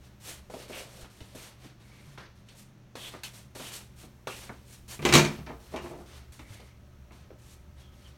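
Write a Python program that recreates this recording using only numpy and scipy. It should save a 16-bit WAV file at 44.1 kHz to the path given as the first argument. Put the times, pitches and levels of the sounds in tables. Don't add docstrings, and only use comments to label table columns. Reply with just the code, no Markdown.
import sys
import numpy as np
from scipy import signal
from scipy.fft import rfft, irfft, next_fast_len
from scipy.io import wavfile
from scipy.ndimage import uniform_filter1d

SR = 44100
rng = np.random.default_rng(int(sys.argv[2]) if len(sys.argv) > 2 else 0)


def field_ratio(decibels):
    return 10 ** (np.asarray(decibels, dtype=float) / 20)


def to_wav(s):
    ch = np.atleast_2d(s).T
    pcm = np.round(np.clip(ch, -1, 1) * 32767)
    wavfile.write(sys.argv[1], SR, pcm.astype(np.int16))


N = 360297


def rms_one(x):
    return x / np.sqrt(np.mean(x ** 2) + 1e-20)


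def in_time(rows):
    s, *columns = np.transpose(rows)
    return [np.interp(np.arange(N) / SR, s, column) for column in columns]


def at_hz(points, hz):
    points_hz, points_db = np.transpose(points)
    return np.interp(np.log(hz), np.log(points_hz), points_db)


def drift(rate_hz):
    hop = 40
    r = np.exp(-2 * np.pi * rate_hz * hop / SR)
    white = rng.standard_normal(N // hop + 2002)
    slow = signal.lfilter([1], [1, -2 * r, r * r], white)[2000:]
    return np.interp(np.arange(N) / hop, np.arange(len(slow)), rms_one(slow))


def coloured(spectrum, white):
    hz = np.maximum(np.fft.rfftfreq(N, 1 / SR), 1)
    return rms_one(irfft(rfft(white) * field_ratio(at_hz(spectrum, hz)), N))


def resonate(x, hz, t60):
    r = field_ratio(-60 / (t60 * SR))
    w = 2 * np.pi * hz / SR
    return signal.lfilter([0, np.sin(w)], [1, -2 * r * np.cos(w), r * r], x + 1e-18)


def struck(events, modes, tail, modes_db, tail_db, contact_s, t60, rattle_db, snap_db):
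    region_hz = [190, 550, 1800, 6500]
    snap_t60_s, rise_cycles = 0.014, 1.6
    out = np.zeros(N + SR)
    t = np.arange(SR // 2) / SR
    hz = np.maximum(np.fft.rfftfreq(len(t), 1 / SR), 1)
    shape = field_ratio(at_hz(tail, hz))
    distance = np.log(hz)[None] - np.log(region_hz)[:, None]
    share = np.exp(-(distance / 0.75) ** 2)
    share = share / share.sum(axis=0)
    for s, thud_db, boom_db, knock_db, crack_db in events:
        white = rng.standard_normal((4, len(t)))
        scatter_db = rng.normal(0, 2.5, len(modes))
        contact = 0.5 * rms_one(white[0] * np.exp(-t / contact_s)) / np.sqrt(len(t))
        contact[0] += 1
        region_db = [boom_db, 0, knock_db, crack_db]
        colour = list(zip(region_hz, region_db))
        sound = 0
        for (f, db, ring_s), more_db in zip(modes, scatter_db):
            sound = sound + field_ratio(modes_db + db + more_db + at_hz(colour, f)) * resonate(contact, f, ring_s)
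        wobble = rms_one(uniform_filter1d(white[2], size=200))
        rattle = field_ratio(rattle_db * np.tanh(wobble * t / 0.008))
        grain = field_ratio(3.5 * np.interp(60 * np.log(hz), np.arange(1000), white[3, :1000]))
        for k, db in enumerate(region_db):
            band = rms_one(irfft(rfft(white[1]) * shape * grain * share[k], len(t)))
            fade = field_ratio(tail_db + db - 60 * t / t60)
            snap = (k > 1) * field_ratio(snap_db - 60 * t / snap_t60_s)
            rise = np.minimum(t * region_hz[k] / rise_cycles, 1)
            sound = sound + fade * band * (rattle + snap) * rise
        i = round(s * SR)
        out[i:i + len(t)] += field_ratio(thud_db) * sound * np.minimum(t / 0.00045, 1)
    return signal.sosfilt(signal.butter(2, 60, "high", fs=SR, output="sos"), out[:N])


def door():
    # (time [s], thud level [dB], then boom, knock and crack re thud [dB])
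    blows = [(4.992, -32.5, -1.5, -8.5, -24.5), (5.026, -36, 1, 0, -11), (5.051, -14.5, -9.5, -1.5, -4.5),
             (5.089, -19.5, -4.5, -8.5, -6.5), (5.125, -22.5, -3.5, 7.5, 7.5), (5.137, -11.5, -5, -1, 4.5),
             (5.152, -9.5, -4.5, -4, 1), (5.184, -18, -1, 1.5, -4), (5.249, -29.5, 4, 3.5, 1.5),
             (5.389, -44.5, 11.5, -4, -15), (5.468, -35.5, -14.5, -5.5, -24),
             (5.495, -28.5, -25, -15, -30.5), (5.722, -41, -20, -22.5, -30), (5.738, -23, -26, -23, -34),
             (5.761, -28.5, -20, -3.5, -12), (5.798, -39, -7, -16, -20), (5.841, -31.5, -12, -21, -28),
             (5.859, -34.5, -30, -7, -24), (5.91, -34, -9, -28, -26.5), (5.935, -35.5, -21, -23, -26.5),
             (5.984, -36, -13, -35, -48.5), (6.006, -41, -16, -28, -45)]
    # (frequency [Hz], relative level [dB], time to fall 60 dB [s])
    modes = [(149.6, 1.5, 0.34), (213.4, -7.5, 0.53), (253.4, -5, 0.23), (350, 0.5, 0.22),
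             (398, -11.5, 0.17), (625, -10.5, 0.25), (915, -14, .1), (1156, -8, 0.1), (2344, -5.5, 0.25),
             (6180, -5.5, 0.022)]
    # (frequency [Hz], relative level [dB])
    tail = [(60, -35.5), (90, -15), (150, 2), (350, -9), (600, -15), (1100, -14.5), (1700, -16),
            (2450, -13), (3200, -20), (4900, -25), (6500, -25.5), (8000, -31), (16000, -47.5)]
    return struck(blows, modes, tail, modes_db=-7.0, tail_db=-10, contact_s=0.0067, t60=0.24,
                  rattle_db=1.0, snap_db=1.0)


def steps():
    # (time [s], thud level [dB], then boom, knock and crack re thud [dB])
    hits = [(0.499, -34.5, -7, -8.5, -33), (0.539, -23.5, -20, -50, -17), (0.698, -30, -16, -23, -24),
            (1.045, -49, 4, 5.5, -2), (1.205, -48, 12.5, -1, 7), (1.347, -37.5, 2, -18, -20),
            (1.644, -53.5, 19, -8, 2), (2.176, -48, 8, 12, 3), (2.487, -65, -9, -1, 22.5),
            (2.954, -33.5, -9, -3.5, -2.5), (3.138, -36.5, 2, 2, -10), (3.234, -56.5, -19, 8.5, 30.5),
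            (3.553, -36, -24, -3, -15), (3.597, -33.5, -1, -8, -22), (4.032, -47.5, 16, -2, -3),
            (4.271, -26.5, -11, -2, -3), (4.493, -44.5, 15.5, 12.5, -23), (6.393, -49, 12, 8.5, 5.5),
            (6.598, -40.5, -15, -11, -18), (7.108, -52.5, 12.5, 7.5, -13), (7.305, -38.5, -16, -12, -24.5),
            (7.783, -52, -13.5, -6.5, -9.5)]
    # (frequency [Hz], relative level [dB], time to fall 60 dB [s])
    modes = [(261.2, -2, 0.192), (400, -16, 0.074), (503, 5, 0.032), (620, -4.5, 0.2), (950, -22, 0.037),
             (1610, -14, 0.048), (2200, 2, 0.027)]
    # (frequency [Hz], relative level [dB])
    tail = [(150, 11), (300, 15.5), (600, 8), (1500, -7.5), (3000, -22), (6000, -38.5), (16000, -56.5)]
    return struck(hits, modes, tail, modes_db=-11.5, tail_db=-10.5, contact_s=0.00544, t60=0.17,
                  rattle_db=-0.5, snap_db=-8.0)


def dragging():
    # (touch time [s], length [s], hiss level at touch [dB], hiss level at lift [dB],
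    # rasp level at lift [dB])
    strokes = [(0.0, 0.058, -85.5, -63.5, -60), (.2, 0.1, -70, -41.5, -49), (.499, 0.13, -60.5, -53, -52),
               (.68, 0.12, -61.5, -45, -47), (.86, 0.16, -64, -54.5, -54.5), (1.1, 0.24, -64, -62, -62),
               (1.35, 0.12, -53, -52, -53), (1.58, 0.073, -82, -58.5, -54.5), (1.8, .35, -69.5, -65, -61.5),
               (2.181, .06, -61, -70, -56), (2.355, 0.045, -71, -72, -70), (2.46, .07, -78, -66, -62.5),
               (2.55, 0.052, -69, -54, -75), (2.957, .13, -54, -48.5, -52), (3.12, 0.075, -55, -66, -59.5),
               (3.235, 0.031, -42.5, -48, -55), (3.334, 0.059, -55, -54, -59.5),
               (3.55, 0.14, -50.5, -46, -49), (3.717, 0.037, -56, -41, -50.5),
               (3.96, 0.057, -72, -53, -59.5), (4.273, .17, -48, -49.5, -52.5), (4.52, 0.11, -66, -70, -69),
               (4.65, 0.095, -71, -52.5, -66.5), (4.879, 0.043, -56.5, -41.5, -49.5),
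               (5.02, .34, -52, -61, -53), (5.464, 0.041, -62, -77, -59), (5.6, 0.071, -67.5, -59.5, -60),
               (5.7, 0.04, -74, -57, -53), (5.82, 0.084, -56.5, -58.5, -58), (5.95, 0.063, -69, -63, -65),
               (6.06, 0.12, -65.5, -59.5, -55), (6.322, 0.099, -54.5, -62, -68.5),
               (6.45, 0.091, -77, -55, -53.5), (6.6, 0.076, -62, -67.5, -64.5),
               (7.12, 0.096, -63.5, -70, -64.5), (7.385, 0.15, -69, -59.5, -65.5),
               (7.76, .05, -82, -64, -59.5), (7.92, .17, -76, -64.5, -61.5)]
    # (frequency [Hz], relative level [dB])
    hiss_colour = [(1470, -11), (2500, -7), (9150, -6), (13000, -12), (16000, -22.5)]
    # (frequency [Hz], relative level [dB])
    rasp_colour = [(180, -29), (300, -2), (630, -3.5), (1220, -5), (3230, -6.5), (5000, -8.5),
                   (6500, -14.5), (11000, -120)]
    swell_power, rasp_follows = 0.5, 0.97
    hiss_fall_db_per_s, rasp_fall_db_per_s = 227, 138.5
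    linger_db, linger_fall_db_per_s = -21, 69.5
    t = np.arange(N) / SR
    hiss_power, rasp_power = np.zeros((2, N))
    for s, length_s, touch_db, lift_db, rasp_db in strokes:
        i = round(s * SR)
        length_s = max(length_s, 0.001)
        since = t[:min(N - i, SR)]
        swell_db = (touch_db - lift_db) * (1 - np.minimum(since / length_s, 1) ** swell_power)
        after = np.maximum(since - length_s, 0)
        linger = (after > 0) * field_ratio(lift_db + linger_db - linger_fall_db_per_s * after) ** 2
        hiss_power[i:i + SR] += field_ratio(lift_db + swell_db - hiss_fall_db_per_s * after) ** 2 + linger
        rasp_power[i:i + SR] += field_ratio(rasp_db + rasp_follows * swell_db - rasp_fall_db_per_s * after) ** 2
    grit = rng.standard_normal((2, N)) * field_ratio(2.0 * np.minimum(rng.exponential(1, (2, N)), 4))
    hiss = coloured(hiss_colour, grit[0]) * field_ratio(1.0 * drift(40))
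    rasp = coloured(rasp_colour, grit[1]) * field_ratio(1.3 * drift(21))
    return np.sqrt(hiss_power) * hiss + np.sqrt(rasp_power) * rasp


def rubs():
    # (time [s], length [s], frequency [Hz], width of each filter [Hz], level before shaping [dB])
    rub_rows = [(0.562, 0.14, 540, 250, -52), (0.703, 0.23, 597, 350, -49), (0.719, 0.15, 2800, 1500, -48),
                (0.913, 0.19, 574, 300, -57), (1.841, 0.33, 2200, 450, -65), (2.176, 0.15, 1710, 900, -57),
                (2.975, 0.17, 3330, 1000, -47), (3.603, 0.19, 3140, 1210, -48.5),
                (4.29, 0.1, 2780, 1200, -48), (6.4, 0.41, 2170, 300, -62), (7.802, .16, 3270, 300, -65),
                (8.041, 0.073, 3130, 300, -64)]
    out = np.zeros(N + SR)
    for s, length_s, hz, width_hz, db in rub_rows:
        part = np.linspace(0, 1, round(length_s * SR))
        noise = rng.standard_normal(SR)
        t60 = np.log(1000) / (np.pi * width_hz)
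        band = rms_one(resonate(resonate(noise, hz, t60), hz, t60))[:len(part)]
        catching = field_ratio(db + 2.05 * drift(13.6)[:len(part)])
        i = round(s * SR)
        out[i:i + len(part)] += catching * band * np.sin(np.pi * part ** 0.54)
    return out[:N]


def thumps():
    # (time [s], level [dB], frequency [Hz], time to fall 60 dB [s])
    pushes = [(1.028, -33.5, 56.5, 0.047), (1.214, -35, 65, 0.047), (2.077, -41, 138, 0.27),
              (6.505, -39.5, 103.6, 0.29)]
    out = np.zeros(N)
    for s, level_db, hz, t60 in pushes:
        push = np.zeros(N)
        push[round(s * SR)] = field_ratio(level_db)
        out += resonate(push, hz, t60)
    return out


def hallway(x, t60=0.45, wall_hz=3000):
    size = next_fast_len(N + SR)
    w = 2 * np.pi * np.fft.rfftfreq(size)
    wall = 1 / (1 + 1j * w * SR / (2 * np.pi * wall_hz))
    echo = 0
    for k, lag in enumerate(rng.uniform(0.012, 0.04, 10) * SR):
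        loop = field_ratio(-60 * lag / SR / t60) * wall * np.exp(-1j * w * lag)
        echo = echo + (-1) ** k * loop / (1 - loop)
    return irfft(rfft(x, size) * echo, size)[:N]


def hum():
    # (frequency [Hz], level with door shut [dB], level with door open [dB], wavering [dB])
    tones = [(119.7, -57.5, -60.5, 1.5), (199.4, -66, -69.5, 3.5), (363, -75.5, -74, 4),
             (71.8, -71.5, -55.5, 3), (587, -79, -76, 4.5), (1280, -101, -76, 3)]
    # (time [s], opening [0-1])
    opening = [(0, 0.16), (5.2, 0), (5.7, 0.8), (8.17, 1)]
    opened, = in_time(opening)
    t, out = np.arange(N) / SR, 0
    for hz, shut_db, open_db, waver_db in tones:
        level = field_ratio(shut_db + opened * (open_db - shut_db) + waver_db * drift(30))
        out = out + np.sqrt(2) * level * np.sin(2 * np.pi * hz * t + 2.7 * drift(2.2))
    return out


def air():
    # (frequency [Hz], relative level [dB])
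    room_colour = [(15, -51.5), (25, 5.5), (53, -19.5), (130, 1.5), (463, -14.5), (2220, -23),
                   (5000, -30.5), (6050, -27.5), (11900, -63.5), (16000, -51)]
    # (time [s], level [dB])
    rumble = [(0, -58), (2.8, -63), (4.9, -53.5), (5.15, -37), (5.45, -49.5), (6.5, -59), (8.17, -58)]
    rumble_colour = [(25, -24.5), (45, -3.5), (72, 4.5), (95, -15.0), (130, -41.0)]   # ([Hz], [dB])
    rumble_db, = in_time(rumble)
    low = coloured(rumble_colour, rng.standard_normal(N))
    room = coloured(room_colour, rng.standard_normal(N))
    return field_ratio(-59) * room + field_ratio(rumble_db) * low


def scene():
    hits = door() + steps()
    friction = dragging() + rubs()
    echoes = field_ratio(-19.5) * hallway(hits + 0.52 * friction)
    return (hits + echoes + thumps() + friction + hum() + air())[None]


def roll_off(x):
    return signal.sosfilt(signal.butter(12, 16390, fs=SR, output="sos"), x)


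def record(dry):
    # (frequency [Hz], width [Hz], depth [dB])
    notches = [(4950, 185, -4), (10340, 370, -4)]
    hz = np.fft.rfftfreq(N, 1 / SR)
    dips_db = sum(db * np.exp(-((hz - centre_hz) / width_hz) ** 2) for centre_hz, width_hz, db in notches)
    dipped = irfft(rfft(dry) * field_ratio(dips_db), N)
    rounded = 0.94 * np.tanh(dipped / 0.96)
    return roll_off(rounded)


dry = scene()
out = record(dry)
to_wav(out)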